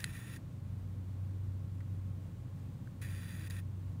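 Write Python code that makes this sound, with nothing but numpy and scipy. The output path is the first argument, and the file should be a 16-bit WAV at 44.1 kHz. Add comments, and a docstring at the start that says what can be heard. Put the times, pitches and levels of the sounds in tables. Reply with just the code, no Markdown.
"""A click and an abrupt whirr: a small stepper motor in a handheld analyzer runs, and a latch snaps.
Two soft ticks follow, then a second burst with a brief stop in it.
The motor's steps whine; its gears rattle the plastic case and click as they take up slack.
A low hum and ventilation fill the room throughout."""
import sys
import numpy as np
from scipy import signal
from scipy.fft import rfft, irfft
from scipy.io import wavfile

SR = 44100
rng = np.random.default_rng(int(sys.argv[2]) if len(sys.argv) > 2 else 0)


def wav_out(sig):
    """Save sig, one row per channel (or a flat mono array), as 16-bit PCM at SR to the path in sys.argv[1]."""
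    wavfile.write(sys.argv[1], SR, np.round(np.clip(np.atleast_2d(sig).T, -1, 1) * 32767).astype(np.int16))


N = 176400
T = np.arange(N) / SR

# Spectrum of gear clicks and latch crack. Each row: frequency in Hz, relative gain in dB.
CLICK_SPECTRUM = [(200, -15), (900, -5), (1600, 5), (2100, -9), (2600, -3.5), (3100, -4), (3800, 8),
                  (4200, -7), (4700, 8.5), (5200, -4.5), (5600, -1), (6200, -3), (6800, 4.5), (7900, -5),
                  (9700, 0.5), (12300, -3), (14000, -8), (16000, -10.5)]


def amp(db):
    return 10 ** (np.asarray(db) / 20)


def unit_rms(x):
    return x / np.sqrt(np.mean(x ** 2) + 1e-20)


def spectrum_gain(spectrum, hz):
    """Linear gain from (Hz, dB) rows, interpolated over log frequency."""
    row_hz, row_db = np.transpose(spectrum)
    return amp(np.interp(np.log(hz + 1), np.log(row_hz), row_db))


def colour(x, gain_at, size=8192):
    """Minimum-phase filter of unit energy, shaped by gain_at(hz)."""
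    hz = abs(np.fft.fftfreq(size, 1 / SR))
    log_gain = np.log(gain_at(hz) + 1e-6)
    response = np.exp(np.conj(signal.hilbert(log_gain)))
    taps = np.fft.ifft(response).real[:size // 2]
    return signal.fftconvolve(x, taps / np.linalg.norm(taps))[:N]


def drift(rate_hz):
    """Low-passed random motion, unit rms."""
    hz = np.fft.rfftfreq(N, 1 / SR)
    return unit_rms(irfft(rfft(rng.standard_normal(N)) * np.exp(-(hz / rate_hz) ** 2), N))


def tone(hz):
    """Unit-rms sine along a pitch curve."""
    return np.sqrt(2) * np.sin(2 * np.pi * (np.cumsum(hz) / SR + rng.random()))


def room():
    """A swelling drone, mains hum, faint fan tones and moving air."""
    # Drone envelope. Each row: time in seconds, level in dB.
    drone_levels = [(0, -47), (.45, -57), (.65, -42.5), (1.05, -43), (1.2, -40), (1.55, -39.5), (1.65, -43),
                    (2.07, -39.5), (2.35, -49), (2.7, -47), (2.93, -52.5), (3.13, -39), (3.3, -49.5),
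                    (3.57, -39.5), (3.7, -43.5), (3.9, -40.5), (4, -43)]
    # Tones of fans and electronics. Each row: frequency in Hz, level in dB.
    fan_tones = [(404, -81.5), (538, -80), (822, -83), (1087, -81), (9415, -93.5), (9512, -92)]
    # Ventilation noise. Each row: frequency in Hz, relative density in dB.
    air_spectrum = [(15, -22.5), (30, -20.5), (55, -2), (85, -4), (130, -1), (170, -1.5), (205, -9.5),
                    (260, -12.5), (330, -17.5), (380, -25.5), (530, -25), (750, -32.5), (1060, -32.5),
                    (1250, -35), (1900, -39), (2600, -42), (3600, -43.5), (5200, -48), (7500, -47.5),
                    (9500, -50), (11400, -54.5), (13400, -48.5), (16000, -53)]
    drone_hz, mains_hz, hum_wander = 94.33, 119.1, 0.0055
    mains_db, air_db, air_swell_db = -52, -47, 0.42
    drone_db = np.interp(T, *np.transpose(drone_levels))
    drone = amp(drone_db) * tone(drone_hz * (1 + hum_wander * drift(rate_hz=3.46)))
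    mains = amp(mains_db) * tone(mains_hz * (1 + hum_wander * drift(rate_hz=3)))
    fans = sum(amp(db) * tone(hz * (1 + 0.002 * drift(rate_hz=30))) for hz, db in fan_tones)
    air = colour(rng.standard_normal(N), lambda hz: spectrum_gain(air_spectrum, hz))
    air *= amp(air_db + air_swell_db * drift(rate_hz=8))
    return drone + mains + fans + air


def knocks(contacts, spectrum, rise_s):
    """Each contact is a chatter of plastic parts that dies within milliseconds."""
    force = np.zeros(N)
    for start_s, db, decay_s in contacts:
        age_s = np.maximum(T - start_s, 0)
        rise = np.minimum(age_s / rise_s, 1)
        force += amp(db) * rise * np.exp(-np.maximum(age_s - rise_s, 0) / decay_s)
    chatter = force * rng.choice([-1., 1.], N)
    return colour(chatter, lambda hz: spectrum_gain(spectrum, hz))


def soft_ticks():
    """Light contacts inside the case."""
    # Each row: start in seconds, level in dB, decay in seconds.
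    ticks = [(1.8043, -50, 0.004), (2.8732, -52, 0.0023)]
    # Each row: frequency in Hz, relative gain in dB.
    tick_spectrum = [(300, -20), (1100, -13), (1550, 5), (2000, 3), (2500, -14), (3400, -19), (4000, -19),
                     (5500, -23), (16000, -36)]
    return knocks(ticks, tick_spectrum, rise_s=0.0004)


def gear_clicks():
    """The gears jolt as they take up slack."""
    # Each row: start in seconds, level in dB, decay in seconds.
    jolts = [(.0040, -43, 0.0018), (.1665, -55, .002), (.3605, -53, 0.003), (3.0172, -51, .002),
             (3.5003, -50, 0.0034), (3.5072, -45.5, 0.0025)]
    return knocks(jolts, CLICK_SPECTRUM, rise_s=0.00023)


def latch():
    """A latch snaps home with a crack and rings briefly."""
    # Each row: frequency in Hz, level in dB, T60 in seconds.
    modes = [(1530, -40.5, 0.0093), (1943, -34, .014), (2650, -40.5, 0.011), (3217, -41, 0.011),
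             (4080, -33, 0.0057), (4750, -40.5, .01), (6870, -57, .009), (7670, -40.5, 0.012),
             (8110, -41.5, 0.0085), (9450, -39, 0.01), (10650, -41.5, 0.013), (13900, -46.5, .008)]
    start_s, rise_s, crack_db, crack_decay_s = 0.0413, 0.0014, -39, 0.0021
    age_s = np.maximum(T - start_s, 0)
    rise = np.minimum(age_s / rise_s, 1)
    since_peak_s = np.maximum(age_s - rise_s, 0)
    ring = sum(amp(db) * np.exp(-np.log(1000) * since_peak_s / t60_s) * tone(np.full(N, hz))
               for hz, db, t60_s in modes)
    crack = knocks([(start_s, crack_db, crack_decay_s)], CLICK_SPECTRUM, rise_s)
    return rise * ring + crack


def case_gain(hz):
    """The plastic case's resonances on top of its broad radiation."""
    # Each row: centre in Hz, width in Hz, relative gain in dB.
    resonances = [(1070, 310, -15.5), (1640, 420, -5), (1832, 70, 6), (1954, 106, -0.5), (2460, 450, -5),
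                  (3550, 230, -7), (3940, 130, -8.5), (4810, 160, -12), (5480, 320, -18), (6720, 210, -14),
                  (9140, 560, -12.5), (9880, 790, -11), (14300, 500, -12), (15100, 430, -14)]
    # Each row: frequency in Hz, relative gain in dB.
    broad_radiation = [(200, -13), (800, -22.5), (1400, -11.5), (3000, -14.5), (5200, -22), (7300, -18),
                       (8100, -22), (10900, -13.5), (12300, -29), (13200, -20), (16000, -20)]
    peak_power = sum(amp(db) ** 2 / (1 + 2 * ((hz - centre_hz) / width_hz) ** 2) ** 3
                     for centre_hz, width_hz, db in resonances)
    return np.sqrt(peak_power + spectrum_gain(broad_radiation, hz) ** 2)


def gear_rattle():
    """Random tooth impacts plus rubbing noise, fluttering in level."""
    impacts_per_s, spread_db, rub_share, flutter_db = 3000, 1.5, 0.56, 1.17
    teeth = rng.standard_normal(N) * amp(spread_db * rng.standard_normal(N))
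    teeth *= rng.random(N) < impacts_per_s / SR
    force = np.sqrt(1 - rub_share) * unit_rms(teeth) + np.sqrt(rub_share) * rng.standard_normal(N)
    return force * amp(flutter_db * drift(rate_hz=110))


def stepper_motor():
    """Steps whine at multiples of their rate; gears shake the case, harder on starting and braking."""
    # Each row: start in seconds, end in seconds, gain in dB, direction (0 out, 1 back).
    runs = [(0.0, .371, -0.47, 0), (3.0154, 3.477, -0.5, 1), (3.499, 3.601, -1.1, 0)]
    # Whine lines, one row per direction: multiples of the step rate.
    whine_orders = [(2, 4, 5, 8, 10, 12, 14), (2, 5, 7, 9, 10, 13)]
    # One row per direction: base levels of those lines in dB.
    whine_db = [(-74, -77, -83, -80.5, -75, -74.5, -78), (-76, -76, -73, -84, -79, -75)]
    step_hz = (680.3, 675.3)  # out, back
    attack_s, release_s = 0.00048, 0.0048
    gear_db, startup_db, startup_decay_s = -56, 5, 0.03
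    brake_db, brake_lead_s, brake_width_s = 3.5, 0.0053, 0.0034
    speed_jitter, load_flutter_db = 0.00118, 2
    rattle = gear_rattle()
    speed = 1 + speed_jitter * drift(rate_hz=38)
    effort, whine = np.zeros(N), np.zeros(N)
    for start_s, end_s, run_db, direction in runs:
        age_s = np.maximum(T - start_s, 0)
        release = np.exp(-np.maximum(T - end_s, 0) / release_s)
        gate = amp(run_db) * np.minimum(age_s / attack_s, 1) * release
        strain_db = startup_db * np.exp(-age_s / startup_decay_s)
        strain_db += brake_db * np.exp(-((T - end_s + brake_lead_s) / brake_width_s) ** 2)
        effort += gate * amp(strain_db)
        for order, line_db in zip(whine_orders[direction], whine_db[direction]):
            level = gate * amp(line_db + load_flutter_db * drift(rate_hz=54))
            whine += level * tone(order * step_hz[direction] * speed)
    return amp(gear_db) * colour(rattle * effort, case_gain) + whine


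def scene():
    return (stepper_motor() + latch() + gear_clicks() + soft_ticks() + room())[None]


def record(dry):
    """Steep low-pass on the top treble."""
    cutoff_hz = 15800
    low_pass = signal.firwin(511, cutoff_hz, window=("kaiser", 9), fs=SR)
    return signal.oaconvolve(dry, low_pass[None], "same")


dry = scene()
out = record(dry)
wav_out(out)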